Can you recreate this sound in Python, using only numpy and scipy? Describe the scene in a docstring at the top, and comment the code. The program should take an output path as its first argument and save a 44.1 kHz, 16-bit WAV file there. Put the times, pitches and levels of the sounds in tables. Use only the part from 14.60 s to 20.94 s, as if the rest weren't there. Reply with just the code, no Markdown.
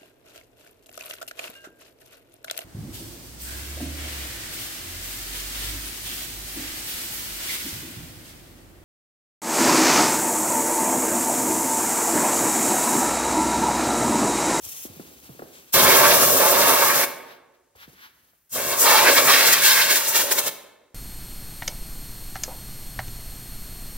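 """An air blow gun blasts twice into the open nose of a car body in a workshop, close to a phone.
The nozzle hisses; the jet roars in the hollow panels and tears on their edges; the shop rings on.
Before and between the blasts the rubber hose scuffs and knocks on the concrete,
and air leaks faintly at the coupling and past the valve."""
import sys
import numpy as np
from scipy import signal
from scipy.fft import rfft, irfft, next_fast_len
from scipy.io import wavfile
from scipy.ndimage import uniform_filter1d, map_coordinates

SR = 44100
rng = np.random.default_rng(int(sys.argv[2]) if len(sys.argv) > 2 else 0)


def digitize_waveform(pressure):
    """Quantize a signal to 16-bit integers and store it at the path in sys.argv[1].

    Rows of a 2-D input are taken as channels; values are limited to [-1, 1].
    """
    field = np.atleast_2d(pressure).T
    bounded = np.clip(field, -1, 1)
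    quanta = np.round(bounded * 32767).astype(np.int16)
    wavfile.write(sys.argv[1], SR, quanta)


N = 279814
TIME = np.arange(N) / SR
FFT_SIZE = next_fast_len(N + SR)
HZ = np.arange(FFT_SIZE // 2 + 1) * SR / FFT_SIZE + 1e-3

# trigger valve, per blast: (open [s], shut [s], rise [s], fall [s])
VALVE = [(1.12, 2.474, .021, .033), (3.889, 5.915, 0.0066, 0.022)]
# jet aim, a curve per blast: (time [s], jet level [dB], deep roar drive [dB], metal roar drive [dB])
JET_AIM = [
    [(1.134, -14, -29, -18), (1.142, -14.5, -10, -7), (1.17, -15.5, -4, -6), (1.5, -16.5, -5.5, -4.5),
     (1.6, -16.5, -8.5, -12), (1.78, -17.5, -6.5, -12.5), (1.86, -18, -3, -11), (2.08, -19.5, -1.5, -3.5),
     (2.27, -19, -9, -10.5), (2.445, -21, -8, -6)],
    [(3.89, -63.5, -25, -19.5), (3.93, -29, -24, -23.5), (3.96, -27.5, -4, -10), (4.17, -26, -9.5, -15.5),
     (4.22, -17.5, -6, -14.5), (4.27, -16.5, -3.5, -2), (4.5, -21, -2.5, -3.5), (4.65, -21.5, -7.5, -9.5),
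     (4.74, -19.5, -11, 0.5), (4.94, -19.5, -11.5, -2.5), (5.0, -24, -10.5, -4), (5.06, -14.5, -23.5, -6.5),
     (5.21, -22, -13, 0), (5.28, -27, -8, -2.5), (5.45, -24, -16, -12.5), (5.66, -27.5, -9.5, -10),
     (5.9, -29, -9.5, -13.5)],
]
# jet crosses a rib or lip: (time [s], hiss lift [dB], roar lift [dB], half width [s])
RIB_CROSSINGS = [(1.45, 0, 2.5, .02), (1.52, -2, 3.5, 0.02), (1.635, -0.5, 6, 0.022),
                 (1.825, -2.5, 4, 0.024), (2.225, -2, 5, .015), (2.306, -2, 7, .015), (4.0, 0, 2, 0.021),
                 (4.13, 2.5, 7, 0.039), (4.39, -1, 3.5, 0.022), (4.485, 0.5, 7, 0.027),
                 (4.583, 2.5, 8.5, .025), (4.69, 1.5, 8, .02), (4.875, 5.5, -2, 0.018),
                 (4.934, 6, 0.5, 0.0098), (5.314, 10, 3.5, 0.022), (5.366, 8, 4, 0.02),
                 (5.489, 7, -1.5, 0.013), (5.565, 10, 9, 0.019), (5.611, 8.5, 7.5, 0.025),
                 (5.724, 12.5, 8, .012), (5.792, 10.5, 9.5, .012), (5.877, 9, 6.5, 0.015)]


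def air_gun():
    """The valve gates a jet whose hiss and roar follow what it hits. One stereo pair per blast."""
    times_s, *curves = np.vstack(JET_AIM).T
    jet_db, deep_db, metal_db = [np.interp(TIME, times_s, curve) for curve in curves]
    hiss_lift_db = sum(db * bump(s, width, width) for s, db, _, width in RIB_CROSSINGS)
    roar_lift_db = sum(db * bump(s, width, width) for s, _, db, width in RIB_CROSSINGS)
    roar = body_roar([deep_db, metal_db, hiss_lift_db, roar_lift_db])
    return [gate(*valve) ** 2 * (undb(jet_db) * (hiss + roar) + buffet)
            for valve, buffet, hiss in zip(VALVE, buffeting(), nozzle_hiss(hiss_lift_db))]


# nozzle deep in the hollow, then at its mouth: (frequency [Hz], level [dB])
NOZZLE_SPECTRA = [
    [(3500, -25), (5500, -3.5), (7500, -2), (9500, -2.5), (12000, -3), (14000, -0.5), (15600, -4),
     (17000, -10.5)],
    [(3500, -21), (5500, 0.5), (7500, 5), (9500, 2), (12000, -1), (14000, 3), (15600, 0.5), (17000, -17)],
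]


def nozzle_hiss(lift_db):
    """Gusty treble hiss of the jet, one colour per blast."""
    return [undb(lift_db) * noise(spectrum(hiss), gust_db=1.5, gust_hz=43) for hiss in NOZZLE_SPECTRA]


# resonances: (frequency [Hz], width [Hz], level [dB])
HOLLOW_MODES = [(267, 24, -13), (385, 35, -6.5), (473, 36, -5.5), (574.6, 37.3, 0.5), (699, 45, -7)]  # deep air modes
PANEL_MODES = [(896, 50, -1), (1043, 29, -2), (1127, 59, -2), (1234, 11, 1), (1324, 46, -4.5)]
EDGE_MODES = [(1651, 73, -1.5), (1674, 35, -8), (1792, 45, -5.5), (2200, 40, -3), (2300, 40, -6)]  # sheet-metal lips
RASP_MODES = [(2737, 28, 2.5), (3256, 39, -0.5), (3440, 41, -6), (3530, 40, -1), (3840, 36, -3)]  # small brackets
# wash between the modes: (frequency [Hz], level [dB])
HOLLOW_WASH = [(150, -37), (300, -22), (600, -13), (800, -17), (1100, -31)]
PANEL_WASH = [(550, -35.5), (800, -11.5), (1100, -11.5), (1450, -16.5), (2000, -28.5)]
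EDGE_WASH = [(1100, -37.5), (1500, -6), (2000, -9), (2500, -8.5), (3200, -23.5)]
RASP_WASH = [(2000, -31.5), (2700, -9.5), (4000, -3.5), (5500, -6), (8000, -25.5)]
# per part: (blast 1 [dB], blast 2 [dB], weights [1] of deep, metal, hiss lift, roar lift, wander [dB])
ROAR_MIX = {"hollow": (0, -1, 1., 0., 0.5, 0.39, 2), "panel": (0.39, -0.6, 0.46, 0.48, 0.09, 0.87, 1.3),
            "edge": (0.89, 1.4, 0.087, 1.01, 0.18, 1.17, 1.3),
            "rasp": (-2.3, -0.77, -0.12, 0.8, 0.66, 0.62, 0.58)}


def body_roar(drives_db):
    """The jet excites cavity and sheet-metal modes; the moving hand detunes them."""
    first_blast = TIME < VALVE[1][0]

    def part(name, modes, wash, gust_db, gust_hz=60):
        first_db, second_db, *weights, wander_db = ROAR_MIX[name]
        level_db = np.where(first_blast, first_db, second_db) + np.dot(weights, drives_db)
        level_db += wander_db * wander(rate_hz=14)
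        return undb(level_db) * noise(resonances(modes, wash), gust_db, gust_hz)

    hollow = part("hollow", HOLLOW_MODES, HOLLOW_WASH, gust_db=1)
    metal = part("panel", PANEL_MODES, PANEL_WASH, gust_db=1.5)
    metal += part("edge", EDGE_MODES, EDGE_WASH, gust_db=1.6)
    metal += part("rasp", RASP_MODES, RASP_WASH, gust_db=1.5, gust_hz=53)
    bounce_db = np.where(first_blast, -16, -9)  # off the nearest panel
    bounce = undb(bounce_db) * delay(metal, lag_s=0.001805 + 0.00019 * wander(rate_hz=5))
    return delay(hollow + metal + bounce, lag_s=0.0025 * wander(rate_hz=5))


# air rumble: (frequency [Hz], level [dB])
BUFFET_SPECTRUM = [(20, -42.5), (40, -21.5), (65, -5.5), (130, 0), (250, 0.5), (400, -27)]
# rumble per blast: (start [s], rise [s], first level [dB], last level [dB])
BUFFETS = [(1.132, .012, -32.5, -43.5), (3.91, 0.039, -45.5, -50.5)]


def buffeting():
    """Low gusts that ease off over each blast."""
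    rumble = noise(spectrum(BUFFET_SPECTRUM), gust_db=2.5, gust_hz=14)
    return [gate(start, 9, rise, 1) * ramp(start, shut, first_db, last_db) * rumble
            for (start, rise, first_db, last_db), (_, shut, _, _) in zip(BUFFETS, VALVE)]


# rubber on concrete: (frequency [Hz], level [dB])
BRIGHT_SCUFF = [(530, -49.5), (900, -19.5), (2290, -7), (3280, -7.5), (4520, -13.5), (5750, -1),
                (8950, -2.5), (12700, -3), (15700, -4)]
DULL_SCUFF = [(530, -36), (900, -7.5), (1720, 0.5), (2490, -6.5), (3400, -6), (6250, -15.5), (7390, -22),
              (14300, -16.5), (15700, -16.5)]
LOW_RUB = [(30, -25.5), (70, -2), (160, -11.5), (450, -10), (900, -14), (1500, -16.5)]
# grains snapping under the hose: (time [s], level [dB])
GRIT = [(0.602, -45.5), (0.645, -48)]
# later strokes: (time [s], level [dB], swell [s], fade [s])
STROKES = [(2.73, -49, 0.08, 0.04), (2.95, -63.5, .016, 0.018), (3.235, -45.5, 0.048, 0.019),
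           (3.385, -55, .03, .03), (3.45, -47, 0.042, .03)]
# rubbing: (start [s], end [s], first level [dB], last level [dB])
SLIDES = [(-.1, 1.1, -44.5, -58.5), (3.155, 3.82, -53.5, -70.5)]


def hose_drags():
    """The hose slides on concrete: one bright gritty drag, duller strokes later, a low rub."""
    drag = gate(0, 0.285, 0.05, 0.035) * ramp(0, 0.285, first_db=-39, last_db=-35.5)
    grit = sum(undb(db) * bump(s, 0.0012, 0.0012) for s, db in GRIT)
    strokes = sum(undb(db) * bump(s, swell, fade) for s, db, swell, fade in STROKES)
    creep = undb(-65) * gate(3.151, 3.82, 0.0038, 0.3)
    sliding = sum(gate(start, end, 0.004, 0.05) * ramp(start, end, *db) for start, end, *db in SLIDES)
    bright = (drag + grit) * noise(spectrum(BRIGHT_SCUFF), gust_db=1.5, gust_hz=92)
    dull = (strokes + creep) * noise(spectrum(DULL_SCUFF), gust_db=1, gust_hz=50)
    rub = sliding * noise(spectrum(LOW_RUB), gust_db=2.7, gust_hz=67)
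    return bright + dull + rub


# hose hits the floor: (time [s], level [dB], settled pitch [Hz], t60 [s], tick [dB re level])
KNOCKS = [(.252, -31, 160, 0.046, -29), (0.298, -41, 89, 0.2, -26), (.365, -40, 147, 0.15, -19),
          (.396, -30, 176, 0.088, -11), (0.515, -44.5, 180, 0.031, -24), (.692, -34.5, 133, 0.15, -17.5),
          (.749, -42, 145, 0.037, -16), (.793, -30.5, 230, 0.05, -3.5), (.8205, -27.5, 270, 0.046, -9),
          (3.152, -45.5, 365, 0.046, -10), (3.278, -41.5, 124, 0.08, -22), (3.732, -56.5, 300, 0.03, 1.5)]


def hose_knocks():
    """Bending waves bring the highs first, so pitch falls; contacts tick, the floor scatters dully."""
    track, t = np.zeros(N + SR), np.arange(SR // 5) / SR
    floor_band = signal.butter(2, [70, 600], "band", fs=SR, output="sos")
    scatters = signal.sosfilt(floor_band, rng.standard_normal((len(KNOCKS), len(t))))
    tick_hz = 1150 + 1000 * np.exp(-t / 0.0032)
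    attack = 1 - np.exp(-t / 0.00073)
    for (s, db, settled_hz, t60, tick_db), scatter in zip(KNOCKS, scatters / scatters.std()):
        ring_hz = settled_hz * (1 + 2.4 * np.exp(-t / 0.0035))
        ring = np.sin(2 * np.pi * np.cumsum(ring_hz) / SR) * undb(-60 * t / t60)
        tick = np.sin(2 * np.pi * np.cumsum(tick_hz) / SR) * undb(tick_db - 60 * t / 0.037)
        floor = scatter * undb(-12.5 - 60 * t / 0.15)
        start = int(s * SR)
        track[start:start + len(t)] += undb(db) * (ring + tick + floor) * attack
    return np.array([track[:N], np.roll(track[:N], int(0.003 * SR))])


# escaping air: (frequency [Hz], level [dB])
COUPLING_LEAK = [(500, -17.5), (1000, -6.5), (2500, -2.5), (4500, -6), (6000, -5), (8000, -2.5),
                 (11000, -12.5), (16500, -14.5)]
VALVE_SEEP = [(4000, -32), (8000, -12.5), (10500, -5), (12500, -1.5), (14500, -2), (16500, -1.5)]


def air_leaks():
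    """The coupling leaks before the first blast; air seeps past the valve before both."""
    before_first, before_second = gate(0.25, 1.14, 0.05, 0.01), gate(3.42, 3.95, 0.1, 0.01)
    leak = undb(-54) * before_first * noise(spectrum(COUPLING_LEAK), gust_db=2.5, gust_hz=41)
    seep_gain = undb(-57) * before_first + undb(-66.5) * before_second
    return leak + seep_gain * noise(spectrum(VALVE_SEEP), gust_db=0.5, gust_hz=12)


# workshop reverberation: (band centre [Hz], t60 [s], level [dB])
ECHO_BANDS = [(60, 1.3, 0), (140, 1.0, -1), (300, 1.2, 3.5), (660, 1.01, 1.5), (1290, 0.93, -2),
              (2680, 0.76, -0.5), (5030, .55, -3), (9000, 0.52, -2), (14000, .42, 0)]


def shop_echo(source):
    """Diffuse tail: noise bands about an octave wide, each fading at its own rate."""
    t, tail = TIME[:SR], 0
    onset = np.clip(t / 0.027, 0, 1)
    log_centres = np.log([row[0] for row in ECHO_BANDS])
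    for k, (_, t60, db) in enumerate(ECHO_BANDS):
        response = np.interp(np.log(HZ), log_centres, np.arange(len(ECHO_BANDS)) == k) ** 0.5
        band = filtered(rng.standard_normal((2, SR)), response)[:, :SR]
        tail += band * onset * undb(db - 60 * t / t60) / np.sqrt(SR * t60)
    return undb(2.5) * filtered(source, rfft(tail, FFT_SIZE))


# workshop background: (frequency [Hz], level [dB])
SHOP_SPECTRUM = [(20, -15.5), (50, 2), (150, -4), (500, -13), (2000, -11.5), (4000, -15), (8000, -9.5),
                 (12500, -17.5), (16500, -16.5)]


def shop_tone():
    """Faint steady room noise."""
    return undb(-70.5) * noise(spectrum(SHOP_SPECTRUM))


def undb(db):
    return 10 ** (np.asarray(db) / 20)


def over_hz(table):
    """A (frequency, value) table on the FFT grid."""
    hz, value = np.transpose(table)
    return np.interp(np.log(HZ), np.log(hz), value)


def spectrum(table):
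    return undb(over_hz(table))


def resonances(modes, wash):
    """Modes of alternating sign, added in power to a broad wash."""
    peaks = sum((-1) ** k * undb(db) / (1 + 1j * (HZ - hz * hz / HZ) / width)
                for k, (hz, width, db) in enumerate(modes))
    return np.hypot(np.abs(peaks), spectrum(wash))


def filtered(x, response):
    return irfft(rfft(x, FFT_SIZE) * response, FFT_SIZE)[..., :N]


def wander(rate_hz):
    """Random steps, smoothed twice; standard deviation 1."""
    hold = int(SR / rate_hz)
    steps = np.repeat(rng.standard_normal(N // hold + 1), hold)
    smooth = uniform_filter1d(uniform_filter1d(steps, hold), hold)[:N]
    return smooth / smooth.std()


def noise(response, gust_db=0, gust_hz=40):
    """Two independent noises of one colour with shared gusts; rms 1."""
    pair = filtered(rng.standard_normal((2, N)) * undb(gust_db * wander(gust_hz)), response)
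    return pair / pair.std()


def gate(start_s, end_s, rise_s, fall_s):
    return np.clip(np.minimum((TIME - start_s) / rise_s, (end_s - TIME) / fall_s), 0, 1)


def bump(peak_s, swell_s, fade_s):
    return np.exp(-((TIME - peak_s) / np.where(TIME < peak_s, swell_s, fade_s)) ** 2)


def ramp(start_s, end_s, first_db, last_db):
    return undb(np.interp(TIME, [start_s, end_s], [first_db, last_db]))


def delay(pair, lag_s):
    return np.array([map_coordinates(x, [(TIME - lag_s) * SR], order=1, mode="mirror") for x in pair])


# left-right likeness of the sound: (frequency [Hz], coherence [1])
STEREO_COHERENCE = [(60, 0.96), (130, 0.94), (220, .88), (330, .7), (700, 0.68), (1500, .92), (2500, .84),
                    (4000, .68), (6000, 0.29), (7300, 0.81), (11500, 0.87), (12500, .86), (13100, 1)]
# balance: (frequency [Hz], left minus right [dB])
STEREO_TILT = [(150, 0), (300, -1.8), (800, -.8), (2200, 1.5), (4500, 0), (5500, 1.5), (7000, 5.5),
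               (8500, 3.5), (10000, .5), (13100, 0)]
# treble phase between channels: (frequency [Hz], left lead [rad])
TREBLE_PHASE = [(7000, -3.0), (8500, -2.4), (10000, -1.7), (12000, -.8), (12500, -.4), (13100, 0)]


def stereo_image(pair, lead_s, pan_db, scatter):
    """The lows keep the source's direction, the treble has a set phase; the highest hiss is mono."""
    crossover_hz = (5800, 7000)
    low = np.interp(HZ, crossover_hz, [1, 0])
    coherence = np.clip(over_hz(STEREO_COHERENCE), 0, 1) ** (1 + low * (scatter - 1))
    arrival_rad = 2 * np.pi * HZ * lead_s
    turns = np.round(crossover_hz[1] * lead_s - TREBLE_PHASE[0][1] / (2 * np.pi))  # for a smooth join
    phase_rad = low * arrival_rad + (1 - low) * (over_hz(TREBLE_PHASE) + 2 * np.pi * turns)
    lean = undb((over_hz(STEREO_TILT) + low * pan_db) / 2)
    mid, side = rfft(pair, FFT_SIZE) * np.sqrt([(1 + coherence) / 2, (1 - coherence) / 2])
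    left = (mid + side) * lean * np.exp(1j * phase_rad)
    right = (mid - side) / lean
    return irfft([left, right], FFT_SIZE)[:, :N]


# direction per blast: (left lead [s], left minus right [dB], scatter exponent [1])
BLAST_DIRECTIONS = [(-8e-5, -3.0, 1.5), (-6e-5, -2.5, 1.2)]


def scene():
    """Blasts, hose and workshop, each from its own direction."""
    blasts = air_gun()
    hose = hose_drags() + air_leaks() + hose_knocks()
    shop = shop_tone() + shop_echo(sum(blasts)[0] + hose[0])
    mix = sum(stereo_image(blast, *direction) for blast, direction in zip(blasts, BLAST_DIRECTIONS))
    mix += stereo_image(hose, lead_s=2.6e-4, pan_db=0, scatter=1)
    return mix + stereo_image(shop, lead_s=-2.1e-5, pan_db=-1.5, scatter=1.9)


def record(dry):
    """The phone rounds the loudest peaks and cuts the deepest bass and the top."""
    rounded = dry / (1 + np.abs(dry / 0.9) ** 4) ** 0.25
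    highpass = signal.butter(2, 40, "high", fs=SR, output="sos")
    lowpass = signal.ellip(12, 0.2, 80, 15800, fs=SR, output="sos")
    return signal.sosfilt(lowpass, signal.sosfilt(highpass, rounded))


dry = scene()
out = record(dry)
digitize_waveform(out)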